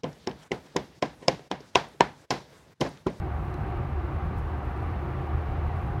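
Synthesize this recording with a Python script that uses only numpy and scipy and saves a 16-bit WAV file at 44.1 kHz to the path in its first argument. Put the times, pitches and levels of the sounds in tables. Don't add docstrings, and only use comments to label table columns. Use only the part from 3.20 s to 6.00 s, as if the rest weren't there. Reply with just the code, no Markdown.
import sys
import numpy as np
from scipy import signal
from scipy.fft import rfft, irfft, next_fast_len
from scipy.io import wavfile
from scipy.ndimage import uniform_filter1d

SR = 44100
rng = np.random.default_rng(int(sys.argv[2]) if len(sys.argv) > 2 else 0)


def materialize(psi):
    bounded = np.clip(np.atleast_2d(psi).T, -1, 1)
    quanta = np.round(bounded * 32767).astype(np.int16)
    wavfile.write(sys.argv[1], SR, quanta)


def nominal_scale(level):
    x = np.asarray(level, float) / 20
    return 10 ** x


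N = 123479


def rms_one(x):
    return x / np.sqrt(np.mean(x ** 2) + 1e-20)


def in_time(rows):
    start_s, *columns = np.transpose(rows)
    return [np.interp(np.arange(N) / SR, start_s, column) for column in columns]


def coloured(shape):
    size = next_fast_len(N)
    hz = np.maximum(np.arange(size // 2 + 1) * SR / size, 1)
    shape_hz, shape_db = np.transpose(shape)
    gain = nominal_scale(np.interp(np.log(hz), np.log(shape_hz), shape_db))
    spectrum = rfft(rng.standard_normal(size)) * gain
    return rms_one(irfft(spectrum, size)[:N])


def drift(rate_hz):
    step = 40
    r = np.exp(-2 * np.pi * rate_hz * step / SR)
    settle = 2000
    noise = rng.standard_normal(N // step + 2 + settle)
    slow = signal.lfilter([1], [1, -2 * r, r * r], noise)[settle:]
    return np.interp(np.arange(N) / step, np.arange(len(slow)), rms_one(slow - slow.mean()))


def resonate(x, hz, width_hz):
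    r = np.exp(-np.pi * width_hz / SR)
    zeros = np.array([1, 0, -1]) * (1 - r * r) / 2
    poles = [1, -2 * r * np.cos(2 * np.pi * hz / SR), r * r]
    return signal.lfilter(zeros, poles, x)


def resonate_twice(x, hz, width_hz):
    return resonate(resonate(x, hz, width_hz), hz, width_hz)


def humming(hz, width_hz):
    shaking = rng.standard_normal(N + SR // 2)
    return rms_one(resonate_twice(shaking, hz, width_hz)[-N:])


def evened(x, share, window_s):
    power = uniform_filter1d(x ** 2, int(window_s * SR))
    return rms_one(x / (power + 0.0011) ** (share / 2))


def swelling(modes, level_db, share, window_s):
    ringing = sum(nominal_scale(db) * evened(humming(hz, width_hz), share, window_s) for hz, width_hz, db in modes)
    return nominal_scale(level_db) * ringing


def impulses(start_s, level_db):
    out = np.full(N, 1e-18)
    out[(np.asarray(start_s) * SR).astype(int)] = nominal_scale(level_db)
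    return out


# start_s, level_db
BOOM_LEVEL = [(0.03, -29), (0.31, -37.5), (0.63, -32.5), (0.67, -45), (0.7, -36), (0.85, -32.5),
              (0.91, -49), (0.96, -35), (2.08, -39.5), (2.15, -26), (2.23, -35), (2.38, -31.5),
              (2.71, -34.5), (2.75, -44.5)]
# start_s, heave_db, rumble_db
HEAVE_AND_RUMBLE_LEVEL = [(0.03, -38.5, -30.5), (0.05, -36, -32), (0.35, -38, -40), (0.39, -42, -30),
                          (0.42, -40, -32), (0.57, -33.5, -35), (0.61, -41, -23), (0.67, -44, -40),
                          (1.07, -39.5, -35.5), (1.13, -48, -39), (1.17, -33.5, -37), (1.33, -43, -43),
                          (2.73, -38.5, -35), (2.75, -38, -26)]
# frequency_hz, relative_db
RUMBLE_SPECTRUM = [(45, -38), (65, -13), (88, -2), (105, -3), (145, -4.5), (180, -14), (235, -20),
                   (300, -80)]
# frequency_hz, relative_db
HEAVE_SPECTRUM = [(12, -57), (22, -26), (30, 1.5), (40, 16.5), (51, 19), (62, 15.5), (75, 2), (95, -49)]
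# start_s, level_db
LUMP_LEVEL = [(0.02, -30.5), (0.07, -32.5), (0.09, -34), (0.14, -29), (0.38, -35), (0.4, -29), (0.44, -30),
              (0.46, -36.5), (0.5, -29), (0.54, -36), (0.56, -29.5), (0.63, -31), (0.66, -34),
              (0.68, -31.5), (0.8, -27.5), (0.83, -38), (0.85, -23.5), (0.87, -34), (0.93, -32.5),
              (0.95, -26), (1.0, -32), (1.01, -43), (1.04, -25.5), (1.15, -33.5), (1.19, -25), (1.21, -31),
              (1.39, -30), (1.42, -42), (1.45, -26.5), (1.56, -34.5), (1.58, -30), (1.79, -30.5),
              (1.95, -33.5), (1.97, -32), (2.09, -32.5), (2.15, -25), (2.25, -34), (2.26, -31.5),
              (2.33, -28.5), (2.36, -32.5), (2.39, -26), (2.41, -33), (2.43, -28.5), (2.48, -25),
              (2.49, -33), (2.58, -28.5), (2.61, -33), (2.64, -29), (2.76, -31.5), (2.78, -30)]
BOOM_HZ, BOOM_WANDER_HZ, BOOM_FLICKER_DB = 74.65, 5.02, 2.5


def low_end():
    heave_db, rumble_db = in_time(HEAVE_AND_RUMBLE_LEVEL)
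    boom_pitch_hz = BOOM_HZ + BOOM_WANDER_HZ * drift(8.4)
    boom_db = in_time(BOOM_LEVEL)[0] + BOOM_FLICKER_DB * drift(18.0)
    phase = 2 * np.pi * np.cumsum(boom_pitch_hz) / SR
    boom = nominal_scale(boom_db) * rms_one(np.sin(phase))
    heave = nominal_scale(heave_db) * evened(coloured(HEAVE_SPECTRUM), share=0.47, window_s=0.16)
    rumble = nominal_scale(rumble_db) * evened(coloured(RUMBLE_SPECTRUM), share=0.35, window_s=0.08)
    together = rms_one(boom + heave + rumble)
    return nominal_scale(in_time(LUMP_LEVEL)[0]) * evened(together, share=0.85, window_s=0.035)


# start_s, roar_db, panel_db
ROAR_AND_PANEL_LEVEL = [(0, -42.5, -46), (.25, -42.5, -50), (.5, -41.5, -44), (.72, -43.5, -52.5),
                        (1.0, -42, -46), (1.25, -43.5, -51), (1.52, -41.5, -46), (1.75, -41, -51),
                        (1.9, -42, -52), (2.06, -41.5, -44.5), (2.25, -41.5, -49.5), (2.55, -41.5, -47.5),
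                        (2.8, -42.5, -45)]
# frequency_hz, relative_db
ROAR_SPECTRUM = [(150, -20), (230, 0), (450, -2), (650, -2), (1000, -3), (1400, -7), (2100, -13),
                 (2800, -19), (3200, -25), (4000, -29), (5000, -36), (6200, -41), (7200, -50), (10000, -80)]


def tread_and_wind_roar():
    roar_db = in_time(ROAR_AND_PANEL_LEVEL)[0] + 0.4 * drift(1.5)
    return nominal_scale(roar_db) * coloured(ROAR_SPECTRUM)


# pitch_hz, width_hz, level_db
BODY_MODES = [(131.7, 8.2, -46), (185.6, 22, -51.5), (248, 34, -55.5), (416, 69, -59.5), (527, 58, -64.5),
              (593, 31, -61), (930, 69, -55.5), (1112, 75, -54.5), (1188, 110, -53.5), (1341, 38, -60),
              (1477, 13, -64.5), (1550, 66, -62)]


def body_resonances():
    return sum(nominal_scale(db) * humming(hz, width_hz) for hz, width_hz, db in BODY_MODES)


# start_s, level_db
CABIN_LEVEL = [(0.0, -45.5), (0.06, -34), (0.09, -45), (0.59, -40), (0.63, -46), (0.93, -40), (0.95, -45.5),
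               (1.46, -43), (1.54, -51.5), (1.57, -40), (1.78, -48), (1.84, -40), (2.38, -45.5),
               (2.43, -41), (2.47, -47), (2.8, -43)]
# pitch_hz, width_hz, relative_db
CABIN_RING = [(306.8, 54, -6), (360.4, 53, -3)]


def cabin_ring():
    return swelling(CABIN_RING, in_time(CABIN_LEVEL)[0], share=0.2, window_s=0.059)


# pitch_hz, width_hz, relative_db
PANEL_MODES = [(718, 25.3, -1.5), (790, 45, -0.5)]


def ringing_panels():
    panel_db = in_time(ROAR_AND_PANEL_LEVEL)[1]
    return swelling(PANEL_MODES, panel_db, share=0.35, window_s=0.07)


# start_s, level_db
DOUBLE_TICKS = [(.3019, -43), (.3685, -43.5), (.411, -43), (.4649, -42), (1.5639, -42.5), (1.6248, -42),
                (1.6648, -42.5), (1.7012, -42.5), (2.5638, -42.5), (2.6041, -43.5), (2.6648, -42),
                (2.7048, -42.5)]
TICK_GAP_S, SECOND_TICK_DB = 0.0121, 1
REBOUND_S, REBOUND_DB = 0.0039, -6
TICK_HZ, SECOND_TICK_HZ, DULL_TICK_HZ, TICK_WIDTH_HZ = 8700, 9300, 6000, 3600


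def ticks():
    start_s, level_db = np.transpose(DOUBLE_TICKS)
    rebound = impulses(start_s + REBOUND_S, level_db + REBOUND_DB)
    first = impulses(start_s, level_db) + rebound
    second = impulses(start_s + TICK_GAP_S, level_db + SECOND_TICK_DB)
    first_snap = resonate_twice(first, TICK_HZ, TICK_WIDTH_HZ)
    second_snap = resonate_twice(second, SECOND_TICK_HZ, TICK_WIDTH_HZ)
    dull_part = nominal_scale(-4) * resonate_twice(second, DULL_TICK_HZ, TICK_WIDTH_HZ)
    return first_snap + second_snap + dull_part


# start_s, level_db
TRIM_HITS = [(.3415, -52), (1.4303, -63)]
# pitch_hz, relative_db, t60_s
TRIM_MODES = [(4050, 0, .025), (4600, -5, .01), (5600, -4, .009), (6250, -5, .009), (7800, -12, .007),
              (9600, -10, .005), (10600, -4, .005), (12200, -12, .004)]
SNAP_DB, SNAP_T60_S, SNAP_HZ, SNAP_WIDTH_HZ = 1, 0.012, 6000, 6000


def trim_clicks():
    hits = impulses(*np.transpose(TRIM_HITS))
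    decay = signal.lfilter([nominal_scale(SNAP_DB)], [1, -nominal_scale(-60 / (SNAP_T60_S * SR))], hits)
    out = resonate(decay * rng.standard_normal(N), SNAP_HZ, SNAP_WIDTH_HZ)
    for hz, db, t60_s in TRIM_MODES:
        r = nominal_scale(-60 / (t60_s * SR))
        w = 2 * np.pi * hz / SR
        out = out + nominal_scale(db) * signal.lfilter([0, np.sin(w)], [1, -2 * r * np.cos(w), r * r], hits)
    return out


# start_s, pitch_hz
WHINE_PITCH = [(0, 11820), (.16, 11880), (.25, 11800), (.34, 12120), (.43, 12040), (.6, 12220),
               (.76, 12000), (.85, 12140), (.96, 11950), (1.03, 12250), (1.11, 12010), (1.24, 12040),
               (1.3, 12270), (1.54, 12250), (1.63, 12080), (1.83, 12100), (2.03, 11980), (2.16, 12140),
               (2.3, 12080), (2.52, 12420), (2.64, 12160), (2.8, 12300)]
WHINE_DB, WHINE_FLICKER_DB, WHINE_WANDER_HZ = -88.5, 0.8, 50
PULSES_PER_S, PULSE_PEAK_S = 30, 0.019


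def whine():
    pitch_hz = in_time(WHINE_PITCH)[0] + WHINE_WANDER_HZ * drift(25)
    tone = np.sin(2 * np.pi * np.cumsum(pitch_hz) / SR)
    time_s = np.arange(N) / SR
    pulses = 0.5 + 0.5 * np.cos(2 * np.pi * PULSES_PER_S * (time_s - PULSE_PEAK_S))
    return nominal_scale(WHINE_DB + WHINE_FLICKER_DB * drift(8)) * rms_one(pulses ** 1.6 * tone)


# frequency_hz, relative_db
HISS_SPECTRUM = [(3000, -6), (5000, -1), (8000, 0), (12000, -2), (16000, -2.7)]


def microphone_hiss():
    return nominal_scale(-75) * coloured(HISS_SPECTRUM)


def scene():
    road = low_end() + (tread_and_wind_roar() + body_resonances() + cabin_ring() + ringing_panels())
    return (road + ticks() + trim_clicks() + whine())[None]


def low_pass(x):
    return signal.sosfilt(signal.butter(12, 15720, fs=SR, output="sos"), x)


def record(dry):
    mix = dry + microphone_hiss()
    return low_pass(mix)


dry = scene()
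out = record(dry)
materialize(out)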